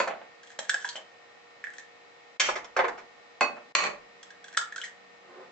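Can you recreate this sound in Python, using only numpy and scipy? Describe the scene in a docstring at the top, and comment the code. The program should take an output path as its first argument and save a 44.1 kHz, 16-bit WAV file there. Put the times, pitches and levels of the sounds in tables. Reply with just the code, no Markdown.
"""Eggs knocked on the rim of a ceramic bowl: the shell fractures, the rim rings in its modes, the bowl thuds.
Half shells snap in showers of clicks that resonate in their hollows; the contents plop as soft filtered patter.
Further off, something clatters and thumps as damped resonances, and something slides in many tiny slips.
An appliance hums in filtered noise and wavering tones, and the kitchen adds reflections and a decaying tail.
A look-ahead gain control ducks just before each loud blow and lets the room swell up behind it."""
import sys
import numpy as np
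from scipy import signal
from scipy.io import wavfile
from scipy.ndimage import uniform_filter1d, minimum_filter1d

SR = 44100
rng = np.random.default_rng(int(sys.argv[2]) if len(sys.argv) > 2 else 0)


def dump(signal):
    """Clip the signal to [-1, 1] and save it as 16-bit WAV at the path in sys.argv[1]."""
    limited = np.clip(np.atleast_2d(signal).T, -1, 1)
    pcm = np.round(limited * 32767).astype(np.int16)
    wavfile.write(sys.argv[1], SR, pcm)


N = 243007
T = np.arange(SR // 3) / SR  # time within one blow, s


# egg against the bowl: start_s, thud_db, rim_ring_db, shell_crack_db, crack_decay_s
KNOCK_EVENTS = [(0.001, -23, -36.5, -28, 0.021), (0.077, -33.5, -46, -38.5, 0.0072),
                (3.409, -19.5, -18.5, -25.5, .011), (3.567, -44, -65, -60, .008),
                (3.7517, -14, -12.5, -1, 0.0038), (3.796, -28, -53, -24.5, 0.0091),
                (3.840, -33.5, -55, -28, .003)]
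# modes of the ceramic rim: pitch_hz, level_db, t60_s
RIM_MODES = [(2082, -13, .11), (2510, -11, .08), (2563, 0, .16), (3515, -20, .06), (4412, -12, .13),
             (4528, -16, .1), (5744, -23, .09), (6590, -26, .09)]
# modes of the bowl on its board: pitch_hz, level_db, t60_s
BOARD_MODES = [(443, -11.5, 0.042), (536, 9, 0.033), (585, 10, 0.18), (706, -5, 0.025), (779.5, -7.5, 0.27),
               (800, 1.5, 0.013), (1037, 8.5, 0.13), (1755, 8, 0.028)]
# spectrum of the dull thud: frequency_hz, relative_level_per_hz_db
THUD_COLOUR = [(40, -30.5), (120, -25.5), (250, -7.5), (550, 0.5), (1050, 1), (1400, 1.5), (2100, -7),
               (3200, -21.5), (8000, -44.5)]
# spectrum of the cracking shell: frequency_hz, relative_level_per_hz_db
CRACK_COLOUR = [(100, -41), (400, -26.5), (1000, 1.5), (1500, -2), (2400, 4.5), (3200, -8), (3900, -7),
                (4500, -2), (5400, -17), (6600, -8), (8000, -14)]
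BOARD_DB = -3  # ring of bowl and board against the dull thud
# the more of a blow goes into the crack, the brighter the rim rings
RIM_TILT_DB, TILT_PER_CRACK = 7, 0.73  # dB per octave; the same per dB of crack over thud


def knocks():
    """Impact excitation: the shell cracks on the rim, the rim rings and the bowl thuds on its board."""
    out = np.zeros(N)
    swell = 1 - np.exp(-T / 0.00067)  # the yielding shell softens the blow
    for start, thud_db, ring_db, crack_db, decay in KNOCK_EVENTS:
        tilt_db = RIM_TILT_DB + TILT_PER_CRACK * (crack_db - thud_db)
        thud = colour(fracture(0.0095, rise=0.0009), THUD_COLOUR)
        board = sized(ring(BOARD_MODES), thud_db + BOARD_DB)
        rim = sized(ring(RIM_MODES, tilt_db), ring_db)
        crack = colour(fracture(decay, per_s=1800, spread_db=2.5), CRACK_COLOUR)
        add(out, start, sized(thud, thud_db))
        add(out, start, swell * (board + rim))
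        add(out, start, sized(crack, crack_db))
    return out


# clear snaps of the shell: start_s, crackle_db, hollow_db, hollow_pitch_hz, decay_s
SNAP_EVENTS = [(0.589, -29, -37, 1796, 0.0026), (0.6943, -21.5, -23, 1682, 0.0026),
               (0.743, -30, -27, 1648, 0.0011), (0.8454, -45.5, -31.5, 1640, 0.00055),
               (0.847, -37, -38.5, 983, 0.006), (0.889, -33, -37.5, 4500, 0.004),
               (0.956, -38.5, -37.5, 3030, .007), (1.6399, -48, -33, 1820, 0.0023),
               (1.6694, -56, -38, 1775, 0.0015), (1.7027, -53.5, -51, 1930, .001),
               (1.7826, -41.5, -42, 1760, 0.0011), (4.229, -42.5, -84, 1790, .0027),
               (4.304, -48.5, -50, 1660, .0023), (4.547, -52, -42.5, 1740, 0.0014),
               (4.5705, -22.5, -27, 1686, 0.0036), (4.5737, -24, -23.5, 1378, 0.00055),
               (4.7231, -47.5, -38, 1745, .002), (4.760, -36.5, -39.5, 1420, .0025),
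               (4.7798, -41, -38, 1540, 0.0022), (4.815, -42, -39.5, 3080, 0.0023),
               (4.836, -36, -34, 1916, 0.0096)]
# fingers working the shell: start_s, end_s, grating_db, mean_tick_db
HANDLING_SPANS = [(0.417, 0.54, -60.5, -48.5), (0.616, 0.97, -50.5, -50.5), (1.733, 1.782, -56, -49),
                  (4.431, 4.545, -61, -49.5), (4.778, 4.87, -51, -45)]
TICK_GAP_S, TICK_SPREAD_DB, TICK_DECAY_S = .033, 3, 0.0027  # mean spacing, scatter of level, decay
TICK_HZ, TICK_SPREAD_OCT, TICK_HOLLOW_DB = 1650, .08, -5  # hollow: median pitch, scatter, level re crackle


def shells():
    """Brittle failure: a few clear snaps, with small ticks at uneven moments while the fingers work."""
    out = np.zeros(N)
    for start, *settings in SNAP_EVENTS:
        add(out, start, snap(*settings))
    for start, end, _, mean_db in HANDLING_SPANS:
        for slot in np.arange(start, end, TICK_GAP_S):
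            late = TICK_GAP_S * rng.random()
            level_scatter, pitch_scatter = rng.standard_normal(2)
            tick_db = mean_db + TICK_SPREAD_DB * level_scatter
            pitch_hz = TICK_HZ * 2 ** (TICK_SPREAD_OCT * pitch_scatter)
            add(out, slot + late, snap(tick_db, tick_db + TICK_HOLLOW_DB, pitch_hz, TICK_DECAY_S))
    return out


# spectrum of breaking and grating shell: frequency_hz, relative_level_per_hz_db
CRACKLE_COLOUR = [(80, -59), (500, -21), (1100, -23), (1700, 9), (2400, -3), (3300, 8.5), (4500, 2),
                  (6000, 4.5), (8000, 6)]


def snap(crackle_db, hollow_db, hz, decay, hollow_cycles=3.04, hollow_rise=0.0025,
         overtone=1.5, overtone_db=-25, build_up=0.6, pop=1.8):
    """Cavity resonance: a bright crackle, and a main break that pops the air in the half shell."""
    clicks = fracture(decay, rise=build_up * decay)
    hollow = np.sin(2 * np.pi * hz * T)
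    hollow += amp(overtone_db) * np.sin(2 * np.pi * overtone * hz * T)
    hollow *= np.exp(-T * hz / hollow_cycles) * (1 - np.exp(-T / hollow_rise))
    # the main break and every click excite the hollow
    popped = pop * hollow + signal.fftconvolve(clicks, hollow)[:len(T)]
    return sized(colour(clicks, CRACKLE_COLOUR), crackle_db) + sized(popped, hollow_db)


def crinkle(per_s=500, spread_db=5):
    """Granular friction: tiny chips of shell grate on their membrane while the fingers move."""
    out = np.zeros(N)
    for start, end, level_db, _ in HANDLING_SPANS:
        length = round((end - start) * SR)
        size = rng.standard_normal(length)
        clicks = np.sign(size) * amp(spread_db * abs(size))
        clicks *= rng.random(length) < per_s / SR
        chips = colour(clicks, CRACKLE_COLOUR)
        chips /= chips.std() + 1e-12
        add(out, start, amp(level_db) * chips * signal.windows.tukey(length, .5))
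    return out


# egg sliding out and landing: start_s, level_db, decay_s
PLOP_EVENTS = [(0.074, -33, 0.015), (0.100, -34.5, 0.028), (0.213, -45.5, 0.024), (0.590, -36, 0.0061),
               (0.743, -42.5, 0.004), (0.955, -40.5, 0.021), (3.836, -32.5, 0.0087)]
# spectrum of the wet patter: frequency_hz, relative_level_per_hz_db
PLOP_COLOUR = [(60, -24.5), (120, -19.5), (190, -7), (400, -2.5), (650, 13.5), (1000, 4), (2000, 3.5),
               (3500, -7.5), (8000, -58)]


def plops():
    """Distributed soft impact: white and yolk land as a decaying shower of filtered clicks."""
    out = np.zeros(N)
    for start, level_db, decay in PLOP_EVENTS:
        add(out, start, sized(colour(fracture(decay, per_s=1900), PLOP_COLOUR), level_db))
    return out


# things knocked about further off: start_s, thump_db, clack_db, decay_s, resonance_hz
BUMP_EVENTS = [(2.397, -27, -6.5, 0.0068, 1210), (2.414, -28, -25, 0.0096, 1510),
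               (2.487, -27.5, -48, 0.0039, 967), (2.554, -33.5, -41, 0.014, 2060),
               (2.643, -47, -50, 0.0039, 584), (2.764, -24.5, -40, 0.013, 1365),
               (2.783, -19, -44.5, .013, 793), (2.838, -27, -55, 0.012, 476),
               (2.881, -34, -47.5, .004, 834), (2.975, -44.5, -55.5, 0.015, 750)]
# spectrum of the dull thump: frequency_hz, relative_level_per_hz_db
THUMP_COLOUR = [(40, -31.5), (130, -33.5), (260, -12), (450, -3.5), (850, 3.5), (1250, 0), (2200, -3),
                (3000, -18), (4500, -23.5), (8000, -62)]
# spectrum of the hard clack: frequency_hz, relative_level_per_hz_db
CLACK_COLOUR = [(100, -33), (400, -15), (900, -6), (1350, 2), (2600, 2.5), (4300, -3), (5400, 2),
                (6300, 0.5), (8000, -9)]
# modes of the hard thing that clatters: pitch_hz, level_db, t60_s
CLATTER_MODES = [(1340, 2, 0.013), (1669, -1.5, 0.046), (2185, 4.5, 0.033), (2318, -14, 0.057),
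                 (3140, 3, 0.026), (3430, 1.5, 0.027), (4550, -14, 0.041), (5400, -6.5, 0.068),
                 (5530, -18, 0.075)]
BUMP_BUILD_UP = 0.32  # time constant of the build-up, as a share of the decay time


def bumps(ring_db=-6.0, body_db=-5.5, body_cycles=3.5):
    """Damped resonance: a lumpy thump with its own pitch, and a harder, briefly ringing clack on top."""
    out = np.zeros(N)
    for start, thump_db, clack_db, decay, hz in BUMP_EVENTS:
        rise = BUMP_BUILD_UP * decay
        thump = colour(fracture(decay, rise, per_s=2600, spread_db=3.5), THUMP_COLOUR)
        body = np.sin(2 * np.pi * hz * T) * np.exp(-T * hz / body_cycles)
        body *= 1 - np.exp(-T / max(rise, 1e-3))
        clack = colour(fracture(decay, rise, per_s=4500, spread_db=2.5), CLACK_COLOUR)
        clatter = ring(CLATTER_MODES) * (1 - np.exp(-T / 0.0033))
        add(out, start, sized(thump, thump_db))
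        add(out, start, sized(body, thump_db + body_db))
        add(out, start, sized(clack, clack_db))
        add(out, start, sized(clatter, clack_db + ring_db))
    return out


# spectrum of something sliding softly: frequency_hz, relative_level_per_hz_db
SLIDE_COLOUR = [(60, -45), (120, -21), (240, -4), (470, 0), (950, -2), (1900, -12.5), (6000, -36)]
SLIDE_START_S, SLIDE_PEAK_S, SLIDE_RELEASE_S, SLIDE_DB = 5.18, 5.41, 0.046, -54


def slide(per_s=1500):
    """Sliding friction: a soft, dull scrape of many tiny slips that swells and dies away."""
    t = np.arange(N) / SR
    slips = colour(rng.standard_normal(N) * (rng.random(N) < per_s / SR), SLIDE_COLOUR)
    swell = np.interp(t, [SLIDE_START_S, SLIDE_PEAK_S], [0, 1])
    swell *= np.exp(-np.maximum(t - SLIDE_PEAK_S, 0) / SLIDE_RELEASE_S)
    return amp(SLIDE_DB) * swell * slips / slips.std()


# spectrum of the appliance's air: frequency_hz, relative_level_db
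AIR_COLOUR = [(18, -60), (30, -40), (111, -18), (186, -15), (441, -9.5), (473, -9), (507, -7), (704, -7),
              (869, -11), (1200, -8), (1710, -14), (1830, -8), (3140, -17), (3970, -18.5), (8000, -30),
              (10400, -48.5), (17600, -120)]
# steady motor tones: pitch_hz, level_db
HUM_TONES = [(473.7, -64.5), (721.4, -66.5), (823.6, -67.5), (1830, -64.5), (1900, -72.5), (2218, -69),
             (2568, -74), (3935, -76), (5060, -82)]
# left-right likeness of the air, zero throughout: frequency_hz, likeness (0-1)
AIR_LIKENESS = [(60, 0), (430, 0), (8000, 0)]
AIR_DB = -55.5
DRONE_HZ, DRONE_START_S, DRONE_RISE_S, DRONE_DB = 190, 3.4, 0.43, -76  # sets in late


def background(waver=0.49):
    """Broadband and tonal noise: an even rush of air, wavering motor tones and a low drone."""
    hz, _, z = signal.stft(rng.standard_normal((2, N)), SR, nperseg=2048)
    z = paired(z, hz, AIR_LIKENESS) * amp(read(AIR_COLOUR, hz))[:, None]
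    air = signal.istft(z, SR, nperseg=2048)[1][:, :N]
    out = amp(AIR_DB) * air / air.std()
    t, knots = np.arange(N) / SR, np.linspace(0, N / SR, num=60)
    drone = amp(DRONE_DB) * np.clip((t - DRONE_START_S) / DRONE_RISE_S, 0, 1)
    tones = [(tone_hz, amp(db)) for tone_hz, db in HUM_TONES] + [(DRONE_HZ, drone)]
    for tone_hz, gain in tones:
        # the phase wanders in a random walk, shared by both channels
        drift = np.interp(t, knots, waver * np.cumsum(rng.standard_normal(len(knots))))
        phase = 2 * np.pi * tone_hz * t + drift + rng.uniform(-1.43, 1, (2, 1))
        out += gain * np.sqrt(2) * np.sin(phase)
    return out


# kitchen reverberation: frequency_hz, t60_s
KITCHEN_T60 = [(150, 0.68), (500, 0.38), (1400, 0.32), (3700, 0.24), (8000, 0.23)]
# left-right likeness of the tail: frequency_hz, likeness (0-1)
TAIL_LIKENESS = [(150, .75), (500, 0.5), (1200, 0.24), (3000, 0), (8000, 0.)]


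def kitchen(x, near_db, tail_db, right_db, lag_ms, count=14):
    """Room response: direct sound, reflections off worktop and tiles, and a tail most alike in the bass."""
    size = SR * 3 // 4
    taps = rng.standard_normal((2, size)) * (rng.random((2, size)) < 5000 / SR)
    hz, t, z = signal.stft(taps, SR, nperseg=256)
    z = paired(z, hz, TAIL_LIKENESS) * amp(-60 * t / read(KITCHEN_T60, hz)[:, None])
    tail = signal.istft(z, SR, nperseg=256)[1][:, :size]
    tail *= 1 - np.exp(-np.arange(size) / SR / 0.00057)
    response = amp(tail_db) * tail / np.linalg.norm(tail[0])
    # each reflection comes from its own side, so it reaches the two channels at slightly different times
    delays, sides = rng.uniform(0.0011, .014, count), rng.uniform(-1.2, 1, count)
    for delay, side, sign in zip(delays, sides, rng.choice([-1, 1], count)):
        at = np.round((delay + side * np.array([-1, 1]) * 0.00031) * SR).astype(int)
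        response[[0, 1], abs(at)] += sign * amp(near_db) / np.sqrt(count)
    # direct sound, with a fraction of a sample's precision; the right channel lags
    lag = np.array([[0], [lag_ms * SR / 1000]])
    response[:, :32] += np.sinc(np.arange(32) - 8 - lag)
    wet = signal.fftconvolve(x[None], response, axes=1)[:, :N]
    return wet * amp([[-right_db / 2], [right_db / 2]])


def paired(z, hz, likeness):
    """Partial coherence: mixes two unrelated spectrograms until they are alike by the given degree."""
    same = np.clip(read(likeness, hz), 0, 1)[:, None]
    return np.array([z[0], same * z[0] + np.sqrt(1 - same ** 2) * z[1]])


def fracture(decay, rise=0., per_s=5000, spread_db=5):
    """Cascading fracture: a first break and a random shower of clicks, building up and dying away."""
    clicks = rng.standard_normal(len(T))
    clicks *= amp(spread_db * np.clip(rng.standard_normal(len(T)), -2, 2))
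    clicks *= rng.random(len(T)) < per_s / SR
    clicks[0] = 3
    build_up = 1 - np.exp(-(T + 1 / SR) / max(rise, 1e-6))
    return clicks * np.exp(-T / max(decay, 1e-4)) * build_up


def ring(modes, tilt_db=0.):
    """Modal superposition: the free vibration of a struck body; a tilt favours the higher modes."""
    out = np.zeros(len(T))
    for hz, level_db, t60 in modes:
        envelope = amp(level_db + tilt_db * np.log2(hz) - 60 * T / t60)
        out += envelope * np.sin(2 * np.pi * (hz * T + rng.random()))
    return out


def colour(x, points, size=4096):
    """Minimum-phase filtering: a causal response with the given spectrum."""
    log_gain = np.log(amp(read(points, abs(np.fft.fftfreq(size, 1 / SR)))))
    taps = np.fft.ifft(np.exp(np.conj(signal.hilbert(log_gain)))).real
    return signal.fftconvolve(x, taps[:size // 2])[:len(x)]


def sized(x, db):
    """Energy normalisation: a blow gets the energy of a hundredth of a second at db."""
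    return amp(db) * x / np.sqrt(np.sum(x ** 2) * 100 / SR + 1e-20)


def add(mix, start, sound):
    """Linear superposition: adds a sound to the mix from start (s)."""
    part = mix[max(round(start * SR), 0):][:len(sound)]
    part += sound[:len(part)]


def read(points, hz):
    """Logarithmic interpolation: a table's value at hz, joined on a log-frequency axis."""
    f, value = np.transpose(points)
    return np.interp(np.log(hz + 1), np.log(f), value)


def amp(db):
    """Logarithmic level: decibels to amplitude gain."""
    return 10 ** (np.asarray(db) / 20)


def scene():
    """Direct-to-reverberant balance: bowl and shells are close by, the bumps are mostly room sound."""
    bowl = kitchen(knocks() + plops(), near_db=-4.5, tail_db=-3, right_db=1.5, lag_ms=0.041)
    shell = kitchen(shells() + crinkle(), near_db=-13.5, tail_db=-2, right_db=1.0, lag_ms=0.041)
    far = kitchen(bumps() + slide(), near_db=0.0, tail_db=-1.5, right_db=0.9, lag_ms=0.033)
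    return bowl + shell + far + background()


AHEAD_S, WINDOW_S = .018, .02  # gain control: look-ahead, power averaging
EDGE_HZ = 7980  # upper band limit


def record(dry, limit_db=-19.5, recovery_db_per_s=165):
    """Dynamic limiting: look-ahead gain drops fast and recovers at a steady rate; then a low-pass."""
    power = uniform_filter1d((dry ** 2).mean(0), round(WINDOW_S * SR))
    over_db = np.maximum(10 * np.log10(abs(power) + 1e-12) - limit_db, 0)
    reach = round(AHEAD_S * SR / 2)
    over_db = -minimum_filter1d(-over_db, 2 * reach + 1, origin=-reach)  # the loudest moment ahead counts
    fall = recovery_db_per_s * np.arange(N) / SR
    duck_db = uniform_filter1d(np.maximum.accumulate(over_db + fall) - fall, size=128)
    low_pass = signal.firwin(301, EDGE_HZ, window=("kaiser", 8), fs=SR)
    return signal.oaconvolve(dry * amp(-duck_db), low_pass[None], "same")


dry = scene()
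out = record(dry)
dump(out)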